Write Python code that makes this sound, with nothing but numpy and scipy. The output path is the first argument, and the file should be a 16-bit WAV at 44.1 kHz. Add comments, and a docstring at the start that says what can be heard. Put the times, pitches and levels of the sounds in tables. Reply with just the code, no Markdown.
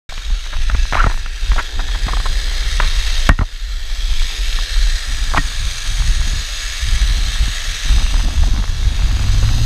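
"""A small four-stroke drift trike speeds up along a road, heard from a camera pole held by its rider.
The engine clatters on every crank turn, whines and shakes the pole; its exhaust rises as it gains speed.
Hard rear wheel sleeves hiss, and ring as they slide. Wind buffets the microphone and the mount ticks.
The hand slips and creaks on the pole, and a shirt rustles.
Wind blasts and the hand thump the pole; one hard knock ducks the gain."""
import sys
import numpy as np
from scipy import signal
from scipy.fft import rfft, irfft, next_fast_len
from scipy.io import wavfile
from scipy.ndimage import uniform_filter1d, minimum_filter1d

SR = 44100
rng = np.random.default_rng(int(sys.argv[2]) if len(sys.argv) > 2 else 0)


def output_pcm(signal):
    """Save a mono or channel-first signal as 16-bit PCM at the path in sys.argv[1].

    Samples are clipped to [-1, 1] before scaling.
    """
    pcm = np.clip(np.atleast_2d(signal).T, -1, 1) * 32767
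    wavfile.write(sys.argv[1], SR, np.round(pcm).astype(np.int16))


N = 425565
TIME = np.arange(N) / SR


def amp(db):
    """Decibels to gain."""
    return 10 ** (np.asarray(db) / 20)


def unit(x):
    """Scales to rms 1."""
    return x / np.sqrt(np.mean(x ** 2) + 1e-20)


def curves(rows, t=TIME):
    """Table columns, linearly interpolated in time."""
    times, *columns = np.transpose(rows)
    return [np.interp(t, times, column) for column in columns]


def spectrum_db(points, hz):
    """Spectrum interpolated over log frequency."""
    point_hz, db = np.transpose(points)
    return np.interp(np.log(hz + 1), np.log(point_hz + 1), db)


def resonance_db(modes, hz):
    """One bell-shaped lift or dip per mode."""
    return sum(db * np.exp(-2 * ((hz - f) / width) ** 2) for f, width, db in modes)


def coloured(x, points):
    """Filters by a spectrum; rms 1."""
    size = next_fast_len(len(x), True)
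    gain = amp(spectrum_db(points, np.fft.rfftfreq(size, 1 / SR)))
    return unit(irfft(rfft(x, size) * gain, size)[:len(x)])


def wander(per_s):
    """Random drift; rms 1."""
    knots = rng.standard_normal(8192)
    return unit(np.interp(TIME * per_s, np.arange(len(knots)), knots))


def impulse_response(db):
    """Minimum-phase response of a spectrum."""
    log_gain = np.log(amp(np.r_[db, db[-2:0:-1]]))
    return irfft(np.exp(np.conj(signal.hilbert(log_gain)))[:len(db)])


def add(mix, start_s, sound):
    """Mixes a sound in place."""
    part = mix[round(start_s * SR):][:len(sound)]
    part += sound[:len(part)]


def four_stroke_wave(turns, half_order_db, count=110, size=8192):
    """Repeats every two turns; half orders tell the firing turn from the idle one."""
    is_half_order = np.arange(1, count + 1) % 2
    orders = np.exp(2j * np.pi * rng.random(count)) * amp(half_order_db * is_half_order)
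    cycle = irfft(np.r_[0, orders], size)
    return np.interp(turns / 2 % 1 * size, np.arange(size), cycle)


# (time [s], level [dB])
RUSTLE_LEVEL = [(1, -90), (1.07, -55), (1.13, -46), (1.18, -45), (1.25, -88)]

def shirt_rustle():
    """Cloth brushes the pole: faint, grainy treble."""
    fibres = rng.standard_normal(N) * amp(3 * wander(200))
    cloth = coloured(fibres, [(1500, -20), (5000, 2), (12000, -7), (15000, -9)])
    return amp(curves(RUSTLE_LEVEL)[0]) * cloth


def mount_ticks(tearing, base_per_s=.3, full_wind_per_s=1200):
    """The camera mount ticks faintly, more often as the wind tears harder."""
    per_s = base_per_s + full_wind_per_s * tearing
    ticks = (rng.random(N) < per_s / SR) * amp(2.2 * np.minimum(rng.exponential(1, N), 2))
    colour = [(100, -11), (450, -1.5), (900, 8), (1800, 7.5), (2600, -2), (8000, -42)]
    body = impulse_response(spectrum_db(colour, np.fft.rfftfreq(4096, 1 / SR)))
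    return amp(-21.5) * signal.oaconvolve(ticks, body / abs(body).max())[:N]


# (time [s], pitch [Hz], level [dB])
PALM_CREAK = [(.96, 950, -40), (.971, 1030, -17), (.982, 1200, -25), (.993, 1400, -19),
              (1.004, 1450, -10.5), (1.013, 1350, -19), (1.03, 1400, -38)]

def palm_creak():
    """The palm sticks and slips on the tube, fast enough for a rough pitch."""
    hz, db = curves(PALM_CREAK)
    phase = 2 * np.pi * np.cumsum(hz * (1 + .087 * wander(900))) / SR
    tone = (np.sin(phase) + .15 * np.sin(2 * phase)) * (1 + .38 * wander(500))
    sliding = (TIME > PALM_CREAK[0][0]) & (TIME < PALM_CREAK[-1][0])
    return sliding * amp(db) * unit(tone)


def skin_crackle(db, length_s, centre_hz, size=8192):
    """Tiny slips of skin on the tube, with a short tail as the grip settles."""
    t, hz = TIME[:size], np.fft.rfftfreq(size, 1 / SR)
    octaves = np.log2((hz + 30) / centre_hz)
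    peak_db = -10 * np.log10(1 + (abs(octaves) / .5) ** 3)
    treble_cut_db = 9 * np.maximum(octaves - .8, 0)
    bass_shelf_db = 5 * np.clip(-octaves - .6, 0, 2)
    body = impulse_response(peak_db - treble_cut_db + bass_shelf_db)
    contact = np.exp(-(t / length_s) ** 3) + .17 * np.exp(-t / .013)
    grains = rng.standard_normal(size) * amp(4.44 * rng.standard_normal(size)) * contact
    sound = signal.fftconvolve(grains, body)[:size]
    return sound * amp(db) / np.sqrt(np.sum(sound ** 2) / (length_s * SR))


# (frequency [Hz], gain [dB])
THUMP_SPECTRUM = [(8, -42.5), (30, 13.5), (50, 5.5), (90, 6.5), (140, -5.5), (260, -8.5), (400, -24),
                  (1500, -95)]

def pole_thump(size=8192):
    """Low thump of the nudged pole; peak 1."""
    thump = impulse_response(spectrum_db(THUMP_SPECTRUM, np.fft.rfftfreq(size, 1 / SR)))
    return thump / abs(thump).max()


# (frequency [Hz], gain [dB], t60 [s])
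POLE_MODES = [(98, 8, .07), (160, 5, .07), (275, 3, .07), (646, -20, .05), (1860, 3, .09), (2186, -18, .06)]

def pole_ring(attack_s=.0014, size=8192):
    """Decaying modes of the struck tube."""
    t = TIME[:size]
    modes = sum(np.sin(2 * np.pi * hz * t) * amp(db - 60 * t / t60) for hz, db, t60 in POLE_MODES)
    return modes * (1 - np.exp(-t / attack_s))


# (time [s], crackle [dB], length [s], centre [Hz])
HAND_SLIPS = [(.122, -28, 0.0044, 900), (0.179, -22.5, 0.0015, 1820), (0.527, -29, 0.022, 1300),
              (.698, -17, 0.0034, 1290), (0.746, -24.5, 0.0085, 1300), (0.925, -12, .002, 1390),
              (.933, -13, .004, 1310), (0.944, -17, .005, 1500), (0.965, -24, 0.093, 1440),
              (1.063, -17.5, 0.012, 860), (1.098, -23, .005, 1300), (1.109, -29, 0.018, 1220),
              (1.261, -24.5, 0.0038, 1710), (1.559, -27, 0.014, 810), (1.58, -18.5, 0.028, 1300),
              (1.792, -26.5, 0.018, 1140), (1.946, -28, 0.015, 1130), (2.082, -22, 0.016, 1110),
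              (2.131, -20, 0.0083, 910), (2.168, -21.5, 0.0052, 1050), (2.201, -20, 0.0023, 1150),
              (2.257, -21.5, 0.012, 1070), (2.8, -11, 0.0074, 1380), (2.819, -26.5, 0.042, 1500),
              (3.294, -13, 0.015, 900), (3.407, -13, 0.024, 920), (4.587, -22.5, 0.0026, 990),
              (5.337, -16.5, 0.0039, 1200), (5.346, -12.5, 0.0036, 835), (5.36, -18.5, 0.022, 1220),
              (5.373, -11.5, 0.0085, 1380), (7.983, -25, 0.0027, 900), (8.141, -24, 0.0042, 890),
              (8.436, -26, 0.0056, 790), (8.639, -25, .004, 1080), (9.427, -25.5, 0.0034, 890),
              (9.489, -22.5, 0.0033, 1700)]
# Low thumps and knocks, from wind blasts or the hand (time [s], crackle [dB], thump [dB], ring [dB])
POLE_THUMPS = [(.301, -36, -23.5, -53), (.745, -37, -14, -53), (.952, -10, -13, -36),
               (1.04, -10.5, -7.5, -33), (1.064, -30, -5, -24), (1.517, -20.5, -16, -34),
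               (2.064, -31, -11.5, -50), (3.291, 9.5, 16, 2.5), (3.312, -24, 3, -25),
               (3.389, -5.5, 6.5, -25), (3.412, -15, 7, -21), (5.381, -27, -9, -14.5),
               (6.331, -44, -17, -37), (7.476, -31, -15, -45)]

def slips_and_thumps():
    """Hand slips, and jolts from wind or hand, each crackle, thump the pole and ring the tube."""
    out, thump, ring = np.zeros(N), pole_thump(), pole_ring()
    for start_s, db, length_s, centre_hz in HAND_SLIPS:
        crackle = skin_crackle(db, length_s, centre_hz)
        add(out, start_s, crackle + amp(db - 32) * ring + amp(db - 6) * thump)
    for start_s, db, thump_db, ring_db in POLE_THUMPS:
        crackle = skin_crackle(db, length_s=.0044, centre_hz=1200)
        add(out, start_s, crackle + amp(ring_db) * ring)
        add(out, start_s + .0036, amp(thump_db) * thump)
    return out


# (start [s], length [s], buffet [dB], flutter [dB], tear [dB])
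WIND_GUSTS = [(0.283, 0.052, -13, -50, -54), (.57, 0.26, -12.5, -29, -49.5),
              (0.952, 0.236, -14, -30.5, -47), (1.437, 0.13, -11, -29.5, -58),
              (1.766, 0.55, -16, -27.5, -45), (2.372, 0.63, -15, -30, -51), (3.051, 0.22, -14, -37, -52),
              (3.543, 0.26, -12, -35, -52), (3.844, 0.39, -11.5, -33, -49), (4.397, 0.23, -16, -49, -51),
              (4.74, 0.2, -12.5, -42, -52), (5.095, .36, -16, -28, -43.5), (5.574, .15, -16.5, -22, -62),
              (5.865, 0.51, -14.5, -22.5, -46.5), (6.834, 0.63, -14.5, -20.5, -45),
              (7.689, 0.042, -18, -23.5, -56), (7.87, 0.18, -11.5, -18, -34),
              (8.111, 0.49, -13, -20.5, -33.5), (8.698, .25, -15.5, -20, -42.5),
              (8.998, 0.75, -14.5, -17.5, -35.5)]

def gusts(lull_db=(-23, -47, -62), attack_s=.035, release_s=.042):
    """Gains of buffet, flutter and tear: each gust rises, holds and dies into the lull."""
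    gains = amp(lull_db)[:, None] * np.ones(N)
    for start_s, length_s, *levels_db in WIND_GUSTS:
        rise = np.clip(1 + (TIME - start_s) / attack_s, 0, 1)
        fall = np.exp(-np.clip((TIME - start_s - length_s) / release_s, 0, 20))
        gains = np.maximum(gains, amp(levels_db)[:, None] * rise * fall)
    return gains


# Wind bands, each (frequency [Hz], gain [dB])
BUFFET_SPECTRUM = [(4, -14), (12, -19), (22, 4), (34, 0), (48, -5), (66, -17), (100, -62), (200, -60),
                   (500, -90)]
FLUTTER_SPECTRUM = [(25, -44), (50, 12), (70, 4.5), (95, -2), (150, -9), (220, -29), (300, -32.5),
                    (420, -42.5), (1000, -33.5), (3000, -70)]
TEAR_SPECTRUM = [(60, -21), (170, 2), (280, 0), (400, -17.5), (700, -10.5), (1100, -15.5), (2000, -38),
                 (4000, -50)]

def wind(buffeting, fluttering, tearing):
    """Large eddies push slowly, small ones flutter, the smallest tear at the microphone port."""
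    eddies = coloured(rng.standard_normal(N), BUFFET_SPECTRUM)
    eddies /= np.sqrt(uniform_filter1d(eddies ** 2, size=4000) + .027)  # evens out the level
    swell = wander(12)
    buffet = eddies * amp(1.26 * swell)
    flutter = coloured(rng.standard_normal(N), FLUTTER_SPECTRUM) * amp(2.06 * wander(35) + 2 * swell)
    tear = coloured(rng.standard_normal(N), TEAR_SPECTRUM) * amp(4.6 * wander(70))
    return buffeting * unit(buffet) + fluttering * unit(flutter) + tearing * unit(tear)


# (time [s], rotation rate [Hz])
CRANK_SPEED = [(0, 65), (.5, 62), (1.3, 59.6), (1.7, 61.5), (2, 66.3), (2.25, 68.6), (2.7, 75), (3, 78.4),
               (4.17, 85.3), (4.28, 83), (4.42, 85.4), (4.7, 83.8), (5.4, 85), (7.05, 85.1), (7.28, 87),
               (8.1, 87.2), (8.8, 89.4), (9.25, 96.5), (9.65, 114)]

def crank_hz(t=TIME):
    """Crankshaft turns per second."""
    return curves(CRANK_SPEED, t)[0]


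# (frequency [Hz], gain [dB])
EXHAUST_SPECTRUM = [(25, -4), (80, 9.5), (150, -19), (260, -5.5), (330, 2), (440, 2), (600, -5),
                    (900, -4.5), (1500, -27), (3000, -18)]

def exhaust(turns, coast_db=-53, throttle_db=9, full_throttle_hz_per_s=9.4):
    """The exhaust barks on open throttle, while the engine gains speed."""
    acceleration = uniform_filter1d(np.gradient(crank_hz()) * SR, size=8192)
    throttle = np.clip(acceleration / full_throttle_hz_per_s, 0, 1)
    wave = four_stroke_wave(turns, half_order_db=-13.5) * (1 + .3 * wander(70))
    return amp(coast_db + throttle_db * throttle) * coloured(wave, EXHAUST_SPECTRUM)


# (time [s], level [dB])
WHINE_LEVEL = [(.1, -59), (1.3, -63), (2.3, -43), (3.1, -37), (3.8, -49), (5.5, -36.5), (7.6, -34.5),
               (8.7, -39.5), (9.15, -35.5), (9.6, -33.5)]
# (frequency [Hz], gain [dB])
WHINE_SPECTRUM = [(80, -27), (250, -6.5), (450, -24), (640, -5.5), (950, -15), (1150, 0.5), (1370, 1),
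                  (1750, -4), (2100, -41), (2650, -1.5), (3100, 0), (3750, 1.5), (4600, 0), (6000, -52)]

def casing_whine(turns):
    """The casing whines at high orders of the crank rate."""
    wave = four_stroke_wave(turns, half_order_db=-21, count=140) * (1 + .13 * wander(60))
    return amp(curves(WHINE_LEVEL)[0]) * coloured(wave, WHINE_SPECTRUM)


# (time [s], level [dB])
SHAKE_LEVEL = [(.1, -47), (3, -42), (5, -45), (7.8, -42), (8.7, -30), (9.1, -24), (9.35, -21.5),
               (9.6, -17.5)]

def crank_shake(turns):
    """The unbalanced crank shakes the pole."""
    angle = 2 * np.pi * turns
    shake = unit(np.sin(angle) + .4 * np.sin(angle / 2) + .1 * np.sin(2 * angle))
    return amp(curves(SHAKE_LEVEL)[0]) * shake * (1 + .2 * wander(18))


# (time [s], level [dB])
CLATTER_HISS_LEVEL = [(.1, -32.5), (.55, -33.5), (.93, -30.5), (1.3, -35), (1.56, -29), (1.73, -32.5),
                      (2.1, -28.3), (2.45, -26.7), (3.1, -26), (3.6, -25.5), (4.4, -26.5), (5.6, -27.5),
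                      (7.4, -26.6), (7.9, -25.5), (8.2, -29.5), (8.6, -33), (9.05, -31), (9.6, -29)]
# (frequency [Hz], gain [dB])
CLATTER_HISS_SPECTRUM = [(100, -14), (300, -22.5), (500, -13.5), (900, -14.5), (1400, -10), (2100, -8),
                         (3000, -5.5), (4200, -2), (5400, -7), (6700, -9.5), (7200, -13.5), (10300, -21),
                         (13400, -24.5), (15200, -35)]
# Engine casing and camera housing (frequency [Hz], width [Hz], gain [dB])
CASING_MODES = [(1356, 50, 5.5), (1842, 225, 8.5), (2258, 270, 5), (2720, 155, 4), (3150, 68, 6.5),
                (3350, 100, 8), (3720, 250, 7), (4070, 110, 6), (4960, 200, 4), (7840, 280, 8),
                (8740, 140, -10), (11700, 1100, 2.5)]
# Wheel sleeves at full slide (frequency [Hz], width [Hz], gain [dB])
SLEEVE_MODES = [(1656, 123, 9), (2620, 92, 5), (3930, 140, -3), (6020, 210, 8), (6180, 670, 2),
                (6640, 240, 10.5), (7030, 180, -5.5), (8990, 940, 10), (9600, 160, -1), (10600, 460, -1.5)]
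# (time [s], sideways slide [0-1])
SLEEVE_SLIDE = [(.1, 0.3), (.8, 1), (1.8, 0.58), (3.1, 0.73), (3.9, 0), (4.4, 0.42), (5.6, 0.99),
                (7.3, 0.89), (9.6, 0.73)]

def clatter_and_hiss(turns, grit_per_s=1500, cruise_hz=85):
    """Metal clatter on every turn and grit under the sleeves ring in casing and wheels."""
    beat = unit(np.exp(-(turns % 1) / .3) + 1.6) * (1 + .03 * np.cos(np.pi * turns))
    grit = (rng.random(N) < grit_per_s / SR) * rng.standard_normal(N)
    noise = rng.standard_normal(N) + .5 * unit(grit)
    drive = noise * beat * amp(.32 * wander(30) + .94 * wander(250))
    hz = np.fft.rfftfreq(4096, 1 / SR)
    modes_db = resonance_db(CASING_MODES, hz) + resonance_db(SLEEVE_MODES, hz)
    body = impulse_response(spectrum_db(CLATTER_HISS_SPECTRUM, hz) + modes_db)
    ringing = signal.oaconvolve(drive, body)[:N]

    framing = dict(fs=SR, nperseg=1024, noverlap=768)
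    hz, t, frames = signal.stft(ringing, **framing)
    # Sleeves ring less when rolling straight.
    rolling_db = (curves(SLEEVE_SLIDE, t)[0] - 1) * resonance_db(SLEEVE_MODES, hz[:, None])
    # Hiss brightens with speed.
    tilt_db_per_octave = -.59 + 3.5 * np.log2(crank_hz(t) / cruise_hz)
    octaves = np.log2(np.maximum(hz[:, None], 1500) / 4000)
    # Colour drifts as the pole swings.
    patches = uniform_filter1d(rng.standard_normal(frames.shape), size=7, axis=0)
    drift_db = 1.73 * unit(uniform_filter1d(patches, size=70, axis=1))
    frames *= amp(rolling_db + tilt_db_per_octave * octaves + drift_db)
    sound = signal.istft(frames, **framing)[1][:N]
    return amp(curves(CLATTER_HISS_LEVEL)[0]) * unit(sound)


def scene(start_s=.09, fade_s=.002):
    """Mono, open air; all sources ride with the microphone."""
    turns = np.cumsum(crank_hz() * (1 + .0012 * wander(18))) / SR
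    buffeting, fluttering, tearing = gusts()
    trike = exhaust(turns) + casing_whine(turns) + crank_shake(turns) + clatter_and_hiss(turns)
    air = wind(buffeting, fluttering, tearing)
    pole = slips_and_thumps() + palm_creak() + shirt_rustle() + mount_ticks(tearing)
    fade_in = np.clip((TIME - start_s) / fade_s, 0, 1)
    return ((trike + air + pole) * fade_in)[None]


def record(dry, threshold_db=4, max_duck_db=13, hold_s=.1, recover_db_per_s=16, cutoff_hz=15400):
    """Gain control ducks on overload, holds and recovers; then soft clipping and a low-pass."""
    level_db = 20 * np.log10(abs(dry[0]) + 1e-9)
    duck_db = np.clip(2 * (level_db - threshold_db), 0, max_duck_db)
    ramp_db = TIME * recover_db_per_s
    recovering_db = np.maximum.accumulate(duck_db + ramp_db) - ramp_db
    hold = int(hold_s * SR)
    gain_db = minimum_filter1d(-recovering_db, hold, origin=(hold - 1) // 2)
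    ducked = dry * amp(gain_db)
    clipped = ducked / (1 + ducked ** 8) ** (1 / 8)
    lowpass = signal.firwin(511, cutoff_hz, window=("kaiser", 9), fs=SR)
    return signal.oaconvolve(clipped, lowpass[None], "same")


dry = scene()
out = record(dry)
output_pcm(out)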